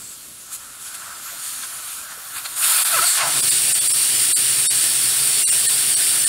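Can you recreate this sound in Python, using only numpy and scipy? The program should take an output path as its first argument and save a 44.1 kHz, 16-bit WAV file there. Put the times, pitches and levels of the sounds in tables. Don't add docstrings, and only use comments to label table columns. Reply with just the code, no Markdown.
import sys
import numpy as np
from scipy import signal
from scipy.fft import rfft, irfft, next_fast_len
from scipy.io import wavfile
from scipy.ndimage import uniform_filter1d

SR = 44100
rng = np.random.default_rng(int(sys.argv[2]) if len(sys.argv) > 2 else 0)


def output_pcm(signal):
    pcm = np.clip(np.atleast_2d(signal).T, -1, 1) * 32767
    wavfile.write(sys.argv[1], SR, np.round(pcm).astype(np.int16))


def field_ratio(decibels):
    return 10 ** (np.asarray(decibels, dtype=float) / 20)


N = 276948
HOP = 1024
EDGE_HZ = 15740

# t/s, share/0-1
CORE_OUT_SHARE = [(0, 0), (3.02, 0.1), (3.2, 0.42), (3.4, 0.9), (6.28, 1)]


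def read(points, hz):
    f, value = np.transpose(points)
    return np.interp(np.log(hz + 1), np.log(f + 1), value)


def evened(x):
    return x / np.sqrt(np.mean(x ** 2) + 1e-20)


def humps_db(modes, hz):
    return sum(db / (1 + (2 * (hz - f) / width) ** 2) for f, width, db in modes)


def coloured(points):
    size = next_fast_len(N)
    hz = np.fft.rfftfreq(size, 1 / SR)
    spectrum = rfft(rng.standard_normal(size)) * field_ratio(read(points, hz))
    return evened(irfft(spectrum, size)[:N])


def turned_down():
    # t/s, share/0-1
    gain_down = [(0, 0), (2.56, 0.08), (2.66, 0.77), (6.28, 0.8)]
    return np.clip(np.interp(np.arange(N) / SR, *np.transpose(gain_down)), 0, 1)


def hiss(patchy_db=0.83, flicker_db=.5):
    # f/Hz, density/dB per Hz
    leak_spectrum = [(240, -58), (400, -28), (536, -33), (596, -12.5), (654, -12), (945, -8.5), (1350, 2),
                     (1980, -9), (3820, -7), (4460, -8), (6250, -9.5), (8900, -7), (9750, -5.5),
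                     (11000, -8.5), (15700, -19)]
    # f/Hz, density/dB per Hz
    jet_spectrum = [(240, -54), (400, -19.5), (578, -43), (615, -20.5), (728, -22), (945, -24.5),
                    (1830, -13), (2010, -15.5), (2860, -12.5), (3590, -11.5), (4600, -10.5), (6350, -16),
                    (8900, 1.5), (11900, -12), (15700, -10)]
    # f/Hz, width/Hz, lift/dB
    stem_in = [(8730, 180, 8), (11000, 220, 6), (7000, 260, 5), (4400, 200, 4), (12100, 300, 4)]
    # t/s, flow/dB, lift of low hiss by cupped hands/dB
    flow = [(0, -39, -15.5), (.4, -42, -15), (.65, -40.5, -8), (.79, -40.5, -8.5), (.82, -36.5, -13),
            (1.12, -38, -1.5), (1.21, -38, -8), (1.48, -29.5, -13.5), (1.77, -34, -9.5),
            (1.93, -31.5, -12.5), (2.1, -38.5, -4), (2.33, -36, -7), (2.557, -32, -10), (2.572, -23.5, -12),
            (2.65, -17, -13.5), (3.05, -19.5, -10.5), (3.27, -22, -7), (3.45, -18.5, -18)]
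    part_edges_hz = [12500, 6200, 1900]
    # level at full flow/dB, share of flow change, share of cupping, lift with bore free/dB
    parts = [
        (-10, 1.1, -.05, -3),
        (0.13, 1.02, 0.00089, 0.03),
        (-5, 1.005, 0.21, 0.08),
        (0.16, 0.96, 1, -0.23),
    ]
    # t/s, length/s, gain/dB, f/Hz, width/octaves
    slips = [(0.542, 0.025, 12, 13000, 3.5), (.867, 0.019, 4, 3000, 1.2), (0.951, 0.01, 6.5, 3000, 3),
             (1.257, 0.043, 3.5, 9000, 2.6), (1.282, 0.023, 7, 1500, 0.72), (1.64, .016, 8, 2150, 1.5),
             (2.113, .019, 5.5, 2500, 2), (2.373, 0.028, 9, 3250, 2.1), (2.435, .018, -2, 4000, 2.7),
             (2.458, 0.0097, 13.5, 2720, 1.47), (2.596, .03, -5.5, 3000, 1), (2.634, 0.016, 4, 3080, 1.1),
             (2.899, 0.012, -1.5, 9000, 5), (2.957, .05, 1.5, 1100, 1.2), (3.125, 0.05, -6.5, 800, .9),
             (3.205, 0.042, 3.5, 2600, 1.2), (3.218, 0.035, -5.5, 12000, .7), (3.256, 0.053, 10, 790, 0.61),
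             (3.41, 0.058, 4.5, 1070, .9), (3.686, .012, -1, 14000, .3), (0.508, 0.044, 7, 900, .9),
             (2.3, .2, 5.5, 14500, 0.32), (2.462, 0.018, 13, 550, 0.83), (3.45, 0.18, 2, 3900, 0.89)]
    # t/s, length/s, gain/dB, f/Hz, glide/(octaves/s)
    hollows = [(.076, .075, 9, 7866, -.5), (.12, .15, 5, 4450, -0.5), (.2, 0.13, 0, 9600, .1),
               (0.47, .06, 4, 6400, .5), (1.335, 0.014, 21, 590, -4), (2.365, 0.039, -11, 5600, 6),
               (2.466, .016, -4, 5600, .1), (2.458, .012, 6, 4200, .1), (2.78, 0.23, -7, 6430, 0.3),
               (3.075, 0.072, 8, 4422, -1.2), (3.103, .064, 5.5, 7860, -1.5), (1.85, .2, 2.5, 11200, 0.5),
               (3.217, 0.019, 10, 2650, -3), (3.224, .012, 8.5, 2200, .1), (0.32, 0.088, 4, 11300, -1),
               (.545, .03, 1, 14000, -3), (0.81, 0.47, 3.5, 7600, -0.1), (.85, 0.18, 2.5, 10600, 0.5),
               (1.287, .1, 5, 11900, 1), (1.3, 0.11, -5.5, 9800, 1), (1.3, 0.22, 1, 4300, .01),
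               (0.77, 0.12, 3.5, 1400, 1), (2.0, .05, -9, 1850, .1), (0.57, 0.035, -8, 1750, 2)]
    hollow_octaves, shadow_octaves = 0.13, 0.19
    full_db = -18
    ring_before, ring_after = 0.49, 1.34
    lift_s, lift_rise_s = 1.3, .1

    frames, hz = N // 128 + 5, np.fft.rfftfreq(512, 1 / SR)
    t = np.arange(frames) * 128 / SR
    s, *controls = np.transpose(flow)
    flow_db, cup_db = (np.interp(t, s, c) for c in controls)
    free = np.interp(t, *np.transpose(CORE_OUT_SHARE))
    lifted = np.clip((t - lift_s) / lift_rise_s + .5, 0, 1)
    ringing = ring_before + (ring_after - ring_before) * lifted

    shape_db = np.outer(read(leak_spectrum, hz), 1 - free)
    shape_db += np.outer(humps_db(stem_in, hz), (1 - free) ** 2 * ringing)
    shape_db += np.outer(read(jet_spectrum, hz), free)

    part = sum(hz < edge for edge in part_edges_hz)
    lift_db = []
    for k, (db, follow, cupped, freed_db) in enumerate(parts):
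        power = (field_ratio(shape_db[(part == k) & (hz < EDGE_HZ)]) ** 2).sum(0)
        target_db = full_db + db + follow * (flow_db - full_db) + cupped * cup_db + freed_db * free
        lift_db.append(target_db - 10 * np.log10(power))
    shape_db += uniform_filter1d(np.array(lift_db)[part], size=11, axis=0, mode="nearest")

    events = [(*row, 0) for row in slips]
    for s, length, db, f, glide in hollows:
        events.append((s, length, db, f, hollow_octaves if db > 0 else shadow_octaves, glide))
    for s, length, db, centre_hz, octaves, glide in events:
        away = (np.log2((hz[:, None] + 1) / centre_hz) - glide * (t - s)) / octaves
        shape_db += db * np.exp(-away ** 2 - abs((t - s) / length) ** 3)

    a, b, patches = rng.standard_normal((frames, len(hz), 3)).T
    patches = uniform_filter1d(patches, size=6, axis=0)
    patches = evened(uniform_filter1d(patches, size=25, axis=1))
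    flicker = evened(uniform_filter1d(rng.standard_normal(frames), size=12))
    z = (a + 1j * b) * field_ratio(shape_db + patchy_db * patches + flicker_db * flicker + 2.0)
    return signal.istft(z, nperseg=512, noverlap=384)[1][:N]


def jet():
    # f/Hz, width/Hz, lift/dB
    stem_out = [(1730, 280, -2), (2860, 260, 2.5), (4200, 46, -0.5), (4490, 160, 3.5), (4710, 40, 6),
                (5450, 120, 7.5), (5770, 70, 5), (7200, 130, 3), (7400, 70, -1.5), (10700, 83, 4.5),
                (11950, 140, -10)]
    x, size = hiss(), next_fast_len(N)
    gain_db = humps_db(stem_out, np.fft.rfftfreq(size, 1 / SR)) - 0.18
    rung = irfft(rfft(x, size) * field_ratio(gain_db), size)[:N]
    free = np.clip(np.interp(np.arange(N) / SR, *np.transpose(CORE_OUT_SHARE)), 0, 1)
    return (1 - free) * x + free * rung


def rumble(shop_db=-57.5, early_db=4, early_s=.25, wander_db=1.54):
    # f/Hz, density/dB per Hz
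    shop = [(12, -36), (20, -6), (54, -5.5), (90, -3.5), (124, -4), (147, -5), (270, -4.5), (397, -7.5),
            (478, -10), (600, -9.5), (780, -31), (1320, -120)]
    # f/Hz, density/dB per Hz
    cavity = [(12, -68), (20, -43), (64, -15.5), (85, -26), (109, -1), (124, 4), (189, -10), (307, -5.5),
              (499, -9), (567, -10), (600, -18), (780, -61), (1320, -120)]
    # t/s, level/dB
    cavity_drive = [(2.74, -55.5), (2.86, -54), (3.0, -43), (3.03, -58), (3.118, -65), (3.242, -42.5),
                    (3.38, -39), (3.6, -43), (4.1, -44)]
    # f/Hz, width/Hz, level/dB
    lamp_hum = (120, 12.5, -69)
    t = np.arange(N) / SR
    free = turned_down()
    air = np.sqrt(1 - free) * field_ratio(shop_db + early_db * np.exp(-(t / early_s) ** 2)) * coloured(shop)
    air += np.sqrt(free) * field_ratio(np.interp(t, *np.transpose(cavity_drive))) * coloured(cavity)
    hz, width, db = lamp_hum
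    hum = coloured([(hz - 2 * width, -90), (hz - width / 2, 0), (hz + width / 2, 0), (hz + 2 * width, -90)])
    wander = coloured([(1, -30), (3, 0), (8, 0), (14, -40)])
    return field_ratio(wander_db * wander) * air + field_ratio(db) * hum


def microphone_floor(level_db=-47.5):
    # f/Hz, density/dB per Hz
    floor_spectrum = [(400, -33), (600, -5), (1000, -2), (2000, -7), (4400, 1), (9500, -7), (13000, -7),
                      (15700, -2)]
    return field_ratio(level_db - 17 * turned_down()) * coloured(floor_spectrum)


def snap(s, db, hz, length):
    t = np.arange(N) / SR - s
    return field_ratio(db) * np.exp(-(3 * t / length) ** 2) * np.sin(2 * np.pi * hz * t)


def squeal(rows, jitter=.013, wobble_db=2):
    # f/Hz, level/dB
    hand_hollow = [(400, -8), (520, -13), (680, -11.5), (1000, -6), (1400, -0.5), (2000, -11.5),
                   (2700, -10), (3400, -28), (5000, -30)]
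    s, *columns = np.transpose(rows)
    t = np.arange(N) / SR
    hz, db, bright_db = (np.interp(t, s, c) for c in columns)
    shake, wobble = (evened(uniform_filter1d(v, size=200)) for v in rng.standard_normal((2, N)))
    pitch = hz * (1 + jitter * shake)
    turns = np.cumsum(pitch) / SR
    stack = np.zeros(N)
    for k in range(1, 8):
        level_db = read(hand_hollow, k * pitch) + bright_db * np.log2(k / 2)
        stack += field_ratio(level_db) * np.cos(2 * np.pi * k * turns + k * k)
    fade = np.clip(np.minimum(t - s[0], s[-1] - t) / 0.0033, 0, 1)
    return field_ratio(db + wobble_db * wobble) * fade * stack


def workshop(x, wet_db=-12, t60=.1):
    t = np.arange(SR // 4) / SR
    taps = rng.standard_normal(len(t)) * (rng.random(len(t)) < .05) * field_ratio(-60 * t / t60)
    taps = field_ratio(wet_db) * taps / np.linalg.norm(taps)
    taps[0] = 1
    return signal.oaconvolve(x, taps / np.linalg.norm(taps))[:N]


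def scene():
    # t/s, f/Hz, level/dB, brightness/(dB/octave)
    squeals = [
        [(2.922, 740, -30, -6), (2.934, 682, -18.5, -1.1), (2.955, 650, -19.5, -1.1), (2.967, 558, -20, 0),
         (2.998, 462, -24, 1.1), (3.006, 560, -33, 0), (3.016, 640, -24, -.1), (3.043, 715, -22, -1.1),
         (3.056, 742, -31, -2.1)],
        [(3.195, 1080, -30, -4), (3.205, 1095, -24, -1.1), (3.22, 1090, -23, 3), (3.24, 1030, -27, -4),
         (3.27, 1000, -27, -5), (3.285, 980, -36, -5)],
    ]
    # t/s, level/dB, f/Hz, length/s
    pops = [
        (2.178, -43, 480, .012),
        (2.994, -13, 1290, .014),
        (3.003, -36, 360, .045),
    ]
    valve = jet() + sum(squeal(rows) for rows in squeals) + sum(snap(*row) for row in pops)
    mono = workshop(valve) + rumble() + microphone_floor()
    return np.array([mono, mono])


def difference(preamp_db=-74):
    # f/Hz, density/dB per Hz
    preamp = [(15, 1), (40, 2), (200, 3), (700, -7), (1200, -30)]
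    # t/s, low f/Hz, high f/Hz, level/dB
    filled = [(.407, 10980, 12450, -54), (1.15, 4630, 7620, -47), (1.336, 8940, 10400, -48),
              (2.706, 8910, 10400, -27), (2.752, 4630, 6330, -38), (3.333, 6270, 7640, -37),
              (3.333, 11690, 13160, -37), (4.099, 8250, 9710, -25), (4.169, 5170, 7620, -33),
              (4.169, 10290, 11780, -33), (5.562, 8940, 10400, -27), (6.003, 10980, 12470, -38),
              (6.212, 5660, 7620, -33), (6.212, 8980, 10380, -26)]
    side = field_ratio(preamp_db - 25 * turned_down()) * coloured(preamp)
    hz = np.fft.rfftfreq(2 * HOP, 1 / SR)
    window = signal.windows.kaiser_bessel_derived(2 * HOP, 4 * np.pi)
    for (s, lo, hi, db), noise in zip(filled, rng.standard_normal((len(filled), 2 * HOP))):
        at = round(s * SR) - HOP
        band = evened(irfft(rfft(noise) * (hz > lo) * (hz < hi)))
        side[at:at + 2 * HOP] += field_ratio(db + 1.5) * window * band
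    return side


def starve(x, left_db=-34):
    # frame number, lines kept near the peak, stray lines f/Hz ..
    starved = [(133, 4, 11614), (160, 10, 4816, 14943), (164, 27, 4441, 4887, 15060), (175, 19),
               (178, 14, 3433, 4465), (182, 21, 4629, 14591), (184, 24, 5262, 5449, 15693),
               (203, 23, 4019, 4465, 13231), (204, 21, 4746, 12856), (219, 19, 3715, 4488, 5449),
               (220, 19, 3762, 4441, 4512), (255, 17, 2777, 5848, 13185), (256, 17, 3996, 4464),
               (258, 22, 2824, 5449, 15100), (266, 27, 1816, 4160, 4417), (279, 16, 4441, 4464, 5753),
               (293, 19, 1792, 4394)]
    # f/Hz, level/dB
    line_step = [(7000, -2.5), (8300, -2), (8500, 3.5), (10300, -1), (10500, -2.5)]
    first, up, down = 208, 160, 147
    n, k = np.arange(2 * HOP), np.arange(HOP)
    window = np.sin(np.pi * (n + .5) / (2 * HOP))
    basis = window * np.cos(np.pi / HOP * np.outer(k + .5, n + .5 + HOP / 2))
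    basis *= np.sqrt(2 / HOP)
    hz = (k + .5) * SR * up / down / (2 * HOP)
    step = field_ratio(read(line_step, hz))
    fast = np.pad(signal.resample_poly(x, up, down), (0, HOP))
    change = np.zeros_like(fast)
    peak = (hz > 7000) & (hz < 11400)
    for frame, count, *strays_hz in starved:
        at = first + (frame - 1) * HOP
        lines = basis @ fast[at:at + 2 * HOP]
        strongest = np.argsort(-abs(lines) * peak / step)[:count]
        chosen = np.append(strongest, np.searchsorted(hz, strays_hz)).astype(int)
        kept = (step * np.sign(lines))[chosen] @ basis[chosen]
        change[at:at + 2 * HOP] += kept - (1 - field_ratio(left_db)) * lines @ basis
    return x + signal.resample_poly(change, down, up)[:N]


def top_cut(x):
    return signal.sosfilt(signal.butter(12, 16870, fs=SR, output="sos"), x)


def record(dry):
    lowpass = signal.firwin(1023, EDGE_HZ, window=("kaiser", 9), fs=SR)
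    mono = signal.oaconvolve(starve(dry[0]), lowpass, "same")
    side = difference()
    return top_cut(np.array([mono + side, mono - side]))


dry = scene()
out = record(dry)
output_pcm(out)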